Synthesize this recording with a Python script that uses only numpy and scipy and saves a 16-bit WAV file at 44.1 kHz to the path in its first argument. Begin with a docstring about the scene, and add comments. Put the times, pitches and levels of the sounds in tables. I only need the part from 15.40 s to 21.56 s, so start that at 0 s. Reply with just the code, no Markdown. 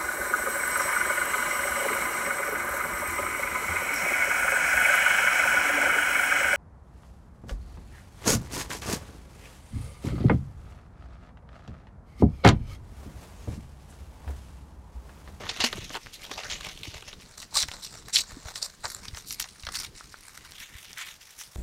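"""Close, crisp crackling and snapping: a sheet of paper is handled and creased, then torn in short rips.
Fibres fracture in clumps of tiny cracks, which also drive the lower rattle of the free flap and a fine
fizz. Creases snap, curved patches buckle with a pop, and sliding paper hisses. Underneath, hands bump
the table and it rumbles faintly; the quiet room adds only a short tail and a steady hush."""
import sys
import numpy as np
from scipy import signal
from scipy.fft import rfft, irfft, next_fast_len
from scipy.io import wavfile
from scipy.ndimage import uniform_filter1d

SR = 44100
rng = np.random.default_rng(int(sys.argv[2]) if len(sys.argv) > 2 else 0)


def generate_wav(signal):
    """Clip the signal to [-1, 1] and save it as 16-bit WAV at the path in sys.argv[1]."""
    frames = np.transpose(np.atleast_2d(signal))
    scaled = np.clip(frames, -1, 1) * 32767
    pcm = np.round(scaled).astype(np.int16)
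    wavfile.write(sys.argv[1], SR, pcm)


N = 271634

# Pulls of the hands: start_s, length_s, fibre_db, change_over_pull_db, flap_re_fibre_db, fizz_re_fibre_db
PULLS = [(0.0, 0.023, -46.5, -10, -1, -5), (0.088, 0.031, -33, -30, -5, -35),
         (0.195, 0.05, -28, -16, -7, -24), (0.231, 0.065, -27.5, -38, -10.5, -13),
         (0.301, 0.081, -51, 21, 1.5, -6), (0.432, 0.025, -41.5, 1, -27, -8.5),
         (0.496, 0.076, -45, 13, -6, -9), (0.73, 0.043, -44, -28, -35, -4.5),
         (0.818, 0.022, -45.5, 10, -31, -7), (0.893, 0.068, -45, -18, -6, -17),
         (0.965, 0.081, -38.5, -3, -6, -23), (1.088, 0.1, -36, -16, -10, -41),
         (1.183, 0.14, -44.5, 3, -6.5, -13), (1.427, 0.1, -46.5, -9, -7.5, -9.5),
         (1.526, 0.065, -43, -7, -4.5, -14.5), (1.672, 0.02, -43, 0, -8, -11),
         (1.804, 0.041, -47.5, -12, -34, -5), (1.957, 0.1, -43, -8, -15, -7),
         (2.131, 0.039, -28.5, 9, -11.5, -4), (2.154, 0.071, -21.5, -1, -18, -11),
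         (2.301, 0.064, -39, -18, -7, -10), (2.418, 0.079, -40.5, -21, -31, -9),
         (2.506, 0.12, -49, -1, -4.5, -21), (2.679, 0.022, -40.5, -1, -2, -4),
         (2.722, 0.034, -24.5, 20.5, -31, -23), (2.763, 0.049, -25.5, 3.5, -23, -10),
         (2.856, 0.072, -48.5, 6, -8, -9), (3.042, 0.075, -42.5, -1, -2, -6.5),
         (3.14, 0.081, -39.5, -29, -13, -8), (3.206, 0.048, -30, 5, -14.5, -9),
         (3.425, 0.033, -40, 13.5, 1.5, -15), (3.469, 0.09, -37.5, -11, -10.5, -3.5),
         (3.564, 0.12, -46.5, 13, -5, -11), (3.748, 0.078, -40, -13, -8, -5),
         (3.85, 0.094, -37, -1, -25, 1.5), (3.99, 0.039, -40.5, -27, -4, 3.5),
         (4.299, 0.19, -35.5, -13, -7, -4.5), (4.558, 0.099, -48, -14, -8.5, -20),
         (5.184, 0.059, -50, -12, 4.5, -4.5), (5.37, 0.073, -51.5, 4, -8, -0.5),
         (5.559, 0.077, -44, 0, 5, -6), (5.626, 0.13, -53, -6, 5.5, -1.5),
         (5.963, 0.14, -50.5, -22, -4, -1.5)]
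# Rustle between pulls: time_s, fibre_db, flap_re_fibre_db, fizz_re_fibre_db
RUSTLE = [(0, -46, 4, -14), (.3, -45.5, -3.5, -10.5), (.65, -52.5, -11.5, -10), (1.1, -48.5, 4.5, -5.5),
          (1.4, -50.5, -10, -7), (1.9, -53, -4.5, -18), (2.3, -48, -10.5, -9.5), (3, -47.5, -4.5, -12.5),
          (3.4, -52.5, -4.5, -5), (4.2, -51, -11, -8.5), (4.7, -52.5, -7.5, -6), (5.4, -59, 7, -1.5),
          (6.16, -59.5, -8.5, -0.5)]
# The hands hold still: start_s, length_s
PAUSES = [(1.747, 0.039), (2.061, 0.041), (2.61, 0.037), (2.707, 0.016), (3.357, 0.047), (4.478, 0.056),
          (5.778, 0.022), (6.089, 0.018)]
# Spectra of the four stages (sheet held up, tear begun, tear deep, strip loose): frequency_hz, gain_db
HELD_SPECTRUM = [(180, -20), (300, 2), (1040, -8), (3460, -11), (6410, -14.5), (10700, -37.5)]
BEGUN_SPECTRUM = [(300, -10), (1350, -10), (1960, -15), (2520, -16), (3100, -17.5), (3990, -3),
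                  (6720, -6.5), (8030, -2), (10500, -6.5)]
DEEP_SPECTRUM = [(300, -26), (680, -12), (957, -2.5), (2170, 1), (3390, -10), (3990, -3), (5710, -1.5),
                 (7240, -8.5), (9460, 2.5), (10500, 1)]
LOOSE_SPECTRUM = [(180, -48), (300, -26), (930, -3), (1600, 5.5), (2000, 8.5), (2500, 7), (3520, 8),
                  (4440, -2.5), (6300, 0), (12700, -21)]
# Upper edge of the flap's band in each stage (a small strip rings higher): edge_hz
FLAP_TOP_HZ = [2500, 2240, 3300, 4720]
# Sliding hiss against the cracks (held up, tear begins, tear ends, strip loose): gain_db
SLIDE_DB = [1, -4, -4, 5]
# Highest band of the fizz at the same four points: gain_db
AIRY_DB = [-8, -6, 4, 7]
# Snapping creases: start_s, strength_db, ring_hz, jolt_offset_db
SNAPS = [(0.0916, -15.5, 3680, -38), (0.113, -22, 2650, -14), (0.163, -20.5, 3770, -15),
         (0.203, -8.5, 2880, -19), (0.2388, -8.5, 3000, -11), (0.328, -14.5, 4000, -8.5),
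         (0.5032, -23, 2700, -6.5), (0.5432, -19, 3200, -9), (0.5513, -19.5, 4440, -2.5),
         (0.56, -20, 3500, -7), (0.569, -19.5, 3000, -6), (0.842, -23, 3300, -16.5),
         (0.9128, -19.5, 2640, -7), (1.0041, -37, 3200, -13), (1.0994, -16.5, 3700, -29),
         (1.114, -18, 3220, -18), (1.151, -25, 3100, -24), (1.2473, -15, 3230, -28),
         (1.265, -20.5, 3160, -15), (1.375, -24, 3430, -23), (1.4324, -16, 3470, -34),
         (1.6237, -22, 2880, -16.5), (1.729, -24, 3670, -12.5), (2.0275, -20.5, 5200, -19),
         (2.188, -19, 4170, -28), (2.2309, -13, 3750, -15), (2.2846, -23.5, 5700, -5.5),
         (2.7587, -4, 4150, -40), (2.766, -3, 4120, -49), (2.7875, -11.5, 5200, -32),
         (2.7928, -12, 4800, -33), (3.157, -17, 5340, -18), (3.2257, -27, 5100, -28),
         (3.4539, -16.5, 5100, -11), (3.6825, -18.5, 4830, -30), (3.747, -22, 5100, -17),
         (3.7709, -21.5, 5730, -11.5), (3.7993, -31, 5500, -26), (3.9074, -16, 6070, -23.5),
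         (3.9973, -14.5, 6340, -46), (4.008, -19, 6050, -23), (4.024, -15, 6350, -31),
         (4.041, -21, 6000, -15.5), (4.055, -28.5, 5600, -9), (4.2342, -24.5, 4540, -14.5),
         (4.2674, -15, 4900, -12), (4.2886, -21, 5540, -12.5), (4.345, -17.5, 4800, -39),
         (4.353, -13, 5070, -37), (4.3595, -14.5, 5260, -29), (4.414, -23, 5200, -28),
         (4.447, -18.5, 4300, -23), (4.466, -28, 4500, -22), (6.012, -24.5, 2870, -17)]
# Band that a snap's jolt shakes (sheet held up, laid down): low_hz, high_hz
JOLT_BANDS = [(254, 1510), (650, 2070)]
# Pops of the bent sheet, dry ticks when short, and one hollow ringing knock of the table (the 241 Hz row):
# start_s, level_db, pitch_hz, t60_s
POPS = [(0.2398, -24.5, 241, 0.12), (0.662, -22.5, 2500, 0.0013), (0.669, -24.5, 1760, 0.0033),
        (2.16, -23, 1147, 0.066), (2.167, -30.5, 830, 0.063), (2.2858, -15, 5860, 0.00072),
        (2.3159, -14, 3280, 0.0013), (4.269, -29, 1400, 0.012), (4.288, -23, 1260, 0.011),
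        (4.609, -29, 1340, 0.0099), (4.7422, -26.5, 1450, 0.0078), (4.9756, -34, 2220, 0.002),
        (5.1209, -22.5, 4500, 0.0013), (5.4537, -28.5, 4000, 0.0018), (5.5314, -22.5, 5630, 0.002)]
# Slides of the curved sheet: start_s, length_s, level_db, centre_hz, width_hz
SWISHES = [(1.027, 0.05, -39.5, 1600, 500), (5.565, 0.099, -42.5, 2160, 800)]
# Hands bump the table: peak_s, level_db, pitch_hz
BUMPS = [(0.2, -36, 317), (0.212, -34.5, 77.6), (0.356, -36, 182), (0.37, -38, 110), (0.382, -34, 352),
         (0.39, -31.5, 101), (0.506, -40, 280), (0.91, -38.5, 269), (1.127, -39, 75.5), (1.261, -38, 87),
         (1.476, -38.5, 300), (1.485, -32, 93), (1.557, -38, 68), (2.237, -36, 67.5), (2.289, -35, 75.4),
         (2.971, -36.5, 280), (3.06, -31.5, 71.6), (3.45, -38, 87), (3.686, -38.5, 89), (3.736, -30.5, 73),
         (4.241, -36, 65), (4.278, -34.5, 60), (5.355, -37, 66)]
# Course of the table's rumble: time_s, level_db
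RUMBLE_LEVELS = [(0.0, -44), (0.14, -52.5), (0.46, -48), (0.62, -53), (2.52, -55), (3.1, -52),
                 (3.24, -60.5), (3.48, -55), (3.62, -52), (4.05, -56.5), (4.78, -57.5), (5.92, -65),
                 (6.16, -64.5)]
# Spectrum of the rumble: frequency_hz, gain_db
RUMBLE_SPECTRUM = [(12, -52), (20, 6), (187, -3.5), (238, -8.5), (500, -13), (1100, -120)]
# Spectrum of the room tone: frequency_hz, gain_db
AIR_SPECTRUM = [(18, -36), (118, -31), (554, -2.5), (1070, -1.5), (2750, -6), (5740, -4.5), (12300, -17),
                (16000, -20)]

LAID_S, DEEP_S, LIFTED_S = 1.793, 3.6, 5.1  # sheet laid down, tear runs deep, strip pulled away
FIZZ_HZ, AIRY_HZ, TOP_HZ = 8640, 13470, 18000  # band edges of the treble
RISE_S, RISE_SHARE, STOP_S = 0.0052, 0.15, 0.023  # a pull's rise lengthens by this share of its length
ARCH_DB_PER_S, PAUSE_DB = 44, -24  # a long pull swells further above its ends; the rustle dips in a pause
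STICK_DB, AIRY_DB_PER_DB = 5.5, 0.8  # a fizzier tear stutters more and reaches higher
SNAP_T60_S, RING_DB_PER_DB = 0.018, 0.28  # decay of a -16 dB snap; a louder one rings longer
JOLT_T60_S = [0.037, 0.034]  # sheet held up, laid down


def tearing(fibre_db, flap_db, fizz_db):
    """Source and filter: the same fractures and friction excite the flap, the fibres and the fizz."""
    t = np.arange(N) / SR
    stage_s = [LAID_S - .1, LAID_S, LIFTED_S - .5, LIFTED_S]
    slide_db, airy_db = (np.interp(t, stage_s, db) for db in (SLIDE_DB, AIRY_DB))
    slide_db += 2.5 * drift(40)
    cracks_per_s = 894 + 140 * np.clip(fibre_db + 51, 0, 35)  # the harder the pull, the denser
    breaks = unit_rms(fractures(cracks_per_s, spread_db=2.8, clump_db=4))
    slide = gain_of(slide_db) * rng.standard_normal(N)
    excitation = bending(breaks + slide, depth_db=2.7)
    laid, deep, lifted = (np.clip((t - s) / 0.056, 0, 1) for s in (LAID_S, DEEP_S, LIFTED_S))
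    stick_db = .5 * (1 + laid - lifted) * STICK_DB * gain_of(.5 * (fizz_db - fibre_db))
    stutter = gain_of(stick_db * drift(109) - np.log(10) / 20 * stick_db ** 2)  # keeps the mean power
    shares = [1 - laid, laid - deep, deep - lifted, lifted]
    spectra = [HELD_SPECTRUM, BEGUN_SPECTRUM, DEEP_SPECTRUM, LOOSE_SPECTRUM]
    body = np.zeros(N)
    for share, spectrum, edge_hz in zip(shares, spectra, FLAP_TOP_HZ):
        sheet = coloured(excitation, spectrum)
        flap = gain_of(flap_db) * unit_rms(band(sheet, 510, edge_hz))
        fibres = gain_of(fibre_db) * unit_rms(band(sheet, edge_hz, FIZZ_HZ))
        body += share * (fibres + flap)
    fizz = bending(breaks + gain_of(-7) * slide, depth_db=2)  # sliding hardly reaches this high
    fizz = band(fizz, 0.93 * FIZZ_HZ, TOP_HZ)
    fizz = unit_rms(coloured(fizz, [(FIZZ_HZ, 0), (11500, -5), (16000, -3)]))
    airy_db += AIRY_DB_PER_DB * (fizz_db - fibre_db - 14.5)
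    fizz = band(fizz, FIZZ_HZ / 2, AIRY_HZ) + gain_of(airy_db) * band(fizz, AIRY_HZ, TOP_HZ)
    return stutter * (body + gain_of(fizz_db) * fizz)


def hand_effort():
    """Incoherent sources add in power: pulls and rustle sum to the fibre, flap and fizz levels in dB."""
    t = np.arange(N) / SR
    fibre_db, flap_db, fizz_db = curves(RUSTLE)
    still = sum(np.clip(np.minimum(t - s, s + length - t) / STOP_S + .5, 0, 1) for s, length in PAUSES)
    power = gain_of(fibre_db + PAUSE_DB * still + [0 * t, flap_db, fizz_db]) ** 2
    for start, length, db, change_db, *offsets_db in PULLS:
        age = np.arange(0, length + STOP_S, 1 / SR)
        rise = age / (RISE_S + RISE_SHARE * length)
        release = (length + STOP_S - age) / STOP_S
        edges = np.clip(np.minimum(rise, release), 0, 1) ** 2
        from_middle = age / length - .5
        arch_db = ARCH_DB_PER_S * length * (2 * from_middle) ** 2
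        pull = edges * gain_of(db + change_db * from_middle - arch_db)
        for layer, offset_db in zip(power, [0, *offsets_db]):
            add(layer, start, (pull * gain_of(offset_db)) ** 2)
    return 10 * np.log10(power)


def fractures(per_s, spread_db, clump_db, patches=24):
    """Stick-slip fracture: fibres break at random, many small and few large, in clumps."""
    size = gain_of(spread_db * np.minimum(rng.exponential(1, N), 4))
    impulses = size * (rng.random(N) < per_s / SR)
    impulses = impulses * gain_of(clump_db * drift(106)) / np.sqrt(per_s)
    patch, out = rng.integers(0, patches, N), np.zeros(N)
    for k, hz in enumerate(np.geomspace(1500, 13000, patches)):
        response = crack(rng.standard_normal(512), hz, t60_s=0.0087, ring_db=3.4, rise_s=0.00058)
        out += signal.oaconvolve(impulses * (patch == k), response)[:N]
    return out


def crack(noise, hz, t60_s, ring_db, rise_s):
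    """Damped resonance: a patch of sheet reinforces a brief noise burst in a wide band around hz."""
    t = np.arange(len(noise)) / SR
    resonance = np.sin(2 * np.pi * hz * t) * np.exp(-.9 * hz * t)
    ring = np.convolve(noise, resonance)[:len(t)]
    envelope = np.minimum(t / rise_s, 1) * gain_of(-60 * t / t60_s)
    return envelope * (noise + gain_of(ring_db) * unit_rms(ring))


def bending(x, depth_db):
    """Time-varying filtering: as the sheet bends, its colour shifts in patches of about 1 kHz by 50 ms."""
    spectrogram = signal.stft(x, nperseg=256, noverlap=192)[2]
    field = uniform_filter1d(rng.standard_normal(spectrogram.shape), size=7, axis=0)
    field = unit_rms(uniform_filter1d(field, size=36, axis=1))
    return signal.istft(spectrogram * gain_of(depth_db * field), nperseg=256, noverlap=192)[1][:N]


def crease_snaps(fizz_share_db):
    """Impulsive excitation: a crease gives one sharp crack, and its jolt shakes the flap a little longer."""
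    sharp, dull = np.zeros(N), np.zeros((2, N))
    for (start, db, hz, jolt_db), noise in zip(SNAPS, rng.standard_normal((len(SNAPS), 2, 2048))):
        laid = int(start > LAID_S)
        t60_s = SNAP_T60_S * gain_of(RING_DB_PER_DB * (db + 16))
        snap = crack(noise[0], hz, t60_s, ring_db=3.2, rise_s=0.00026)
        jolt = crack(noise[1], 2010, JOLT_T60_S[laid], ring_db=2.1, rise_s=0.0015)
        add(sharp, start, gain_of(db) * snap)
        add(dull[laid], start, gain_of(db + jolt_db) * jolt)
    fizz = gain_of(fizz_share_db - 16) * band(sharp, FIZZ_HZ, TOP_HZ)
    jolts = sum(band(x, *edges) for x, edges in zip(dull, JOLT_BANDS))
    return gain_of(-12.5) * band(sharp, 2370, 9400) + fizz + gain_of(-3) * jolts


def buckling_pops():
    """Snap-through buckling: a curved patch flips over and rings briefly on one note; a knock on the table
    rings the same way."""
    out, t = np.zeros(N), np.arange(8000) / SR
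    for start, db, hz, t60_s in POPS:
        rise = 1 - np.exp(-t / (0.0074 * t60_s))
        add(out, start, rise * gain_of(db - 60 * t / t60_s) * np.sin(2 * np.pi * hz * t))
    return out


def swishes():
    """Friction noise: the hollow of the sliding sheet passes one band of hiss, which swells and fades."""
    out = np.zeros(N)
    for start, length, db, hz, width_hz in SWISHES:
        swell = np.sin(np.pi * np.arange(0, length, 1 / SR) / length)
        hiss = unit_rms(band(rng.standard_normal(8192), hz - width_hz / 2, hz + width_hz / 2))
        add(out, start, gain_of(db) * swell * hiss[-len(swell):])
    return out


def fibre_ticks(fibre_db, per_s=90):
    """A Poisson process: single fibres of the loose strip let go with needle-sharp ticks."""
    impulses = rng.standard_normal(N) * (rng.random(N) < per_s / SR)
    loose = np.arange(N) > LIFTED_S * SR
    return gain_of(fibre_db + 23) * band(impulses * loose, 1500, 15000)


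def table_bumps():
    """Heavily damped vibration: a soft push on the table top gives a few swings that die at once."""
    out, t = np.zeros(N), np.arange(4000) / SR
    for peak_s, db, hz in BUMPS:
        rise_s = (0.14 + hz / 400) / hz  # higher knocks last for more cycles
        envelope = t / rise_s * np.exp(1 - t / rise_s)
        add(out, peak_s - rise_s, gain_of(db) * envelope * np.sin(2 * np.pi * hz * t))
    return out


def table_rumble():
    """Structure-borne sound: the table carries low noise of uneven level."""
    low = unit_rms(coloured(rng.standard_normal(N), RUMBLE_SPECTRUM))
    return gain_of(curves(RUMBLE_LEVELS)[0] + 3.5 * drift(12)) * low


def reverberation(x, t60_s):
    """Diffuse reflection: sparse echoes of random sign decay exponentially."""
    taps = np.zeros(SR // 4)
    delays = np.arange(150, len(taps) - 20, 20) + rng.integers(0, 20, (len(taps) - 151) // 20)
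    taps[delays] = rng.choice([-1., 1.], len(delays)) * gain_of(-60 * delays / SR / t60_s)
    return signal.fftconvolve(x, taps / np.linalg.norm(taps))[:N]


def room_tone(level_db):
    """Stationary broadband noise: the hush of the quiet room."""
    return gain_of(level_db) * unit_rms(coloured(rng.standard_normal(N), AIR_SPECTRUM))


def gain_of(db):
    return 10 ** (np.asarray(db) / 20)


def unit_rms(x):
    return x / np.sqrt(np.mean(x ** 2) + 1e-20)


def curves(rows):
    """Linear interpolation of a table's columns in time."""
    times, *columns = np.transpose(rows)
    return [np.interp(np.arange(N) / SR, times, column) for column in columns]


def coloured(x, spectrum):
    """Spectral shaping by (frequency_hz, gain_db) points, joined on a logarithmic frequency axis."""
    size = next_fast_len(N)
    hz = np.fft.rfftfreq(size, 1 / SR)
    point_hz, point_db = np.transpose(spectrum)
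    db = np.interp(np.log(hz + 1), np.log(point_hz + 1), point_db)
    return irfft(rfft(x, size) * gain_of(db), size)[:N]


def band(x, low_hz, high_hz):
    return signal.sosfilt(signal.butter(3, [low_hz, high_hz], "band", fs=SR, output="sos"), x)


def drift(cutoff_hz):
    """Low-passed noise: a random wander of rms 1."""
    lowpass = signal.butter(2, cutoff_hz, fs=SR, output="sos")
    return unit_rms(signal.sosfilt(lowpass, rng.standard_normal(N)))


def add(mix, start_s, sound):
    part = mix[round(start_s * SR):][:len(sound)]
    part += sound[:len(part)]


def scene():
    """Superposition: the paper's direct sound, its reverberation, the table and the room tone."""
    fibre_db, flap_db, fizz_db = hand_effort()
    paper = tearing(fibre_db, flap_db, fizz_db) + crease_snaps(fizz_db - fibre_db)
    paper += buckling_pops() + swishes() + fibre_ticks(fibre_db)
    air = room_tone(level_db=-59)
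    tail = gain_of(-12) * reverberation(paper, t60_s=0.091)
    return (paper + tail + table_bumps() + table_rumble() + air)[None]


def record(dry):
    """Band limiting: a steep low-pass filter removes the highest treble."""
    lowpass = signal.firwin(511, 15850, window=("kaiser", 9), fs=SR)
    return signal.oaconvolve(dry, lowpass[None], "same")


dry = scene()
out = record(dry)
generate_wav(out)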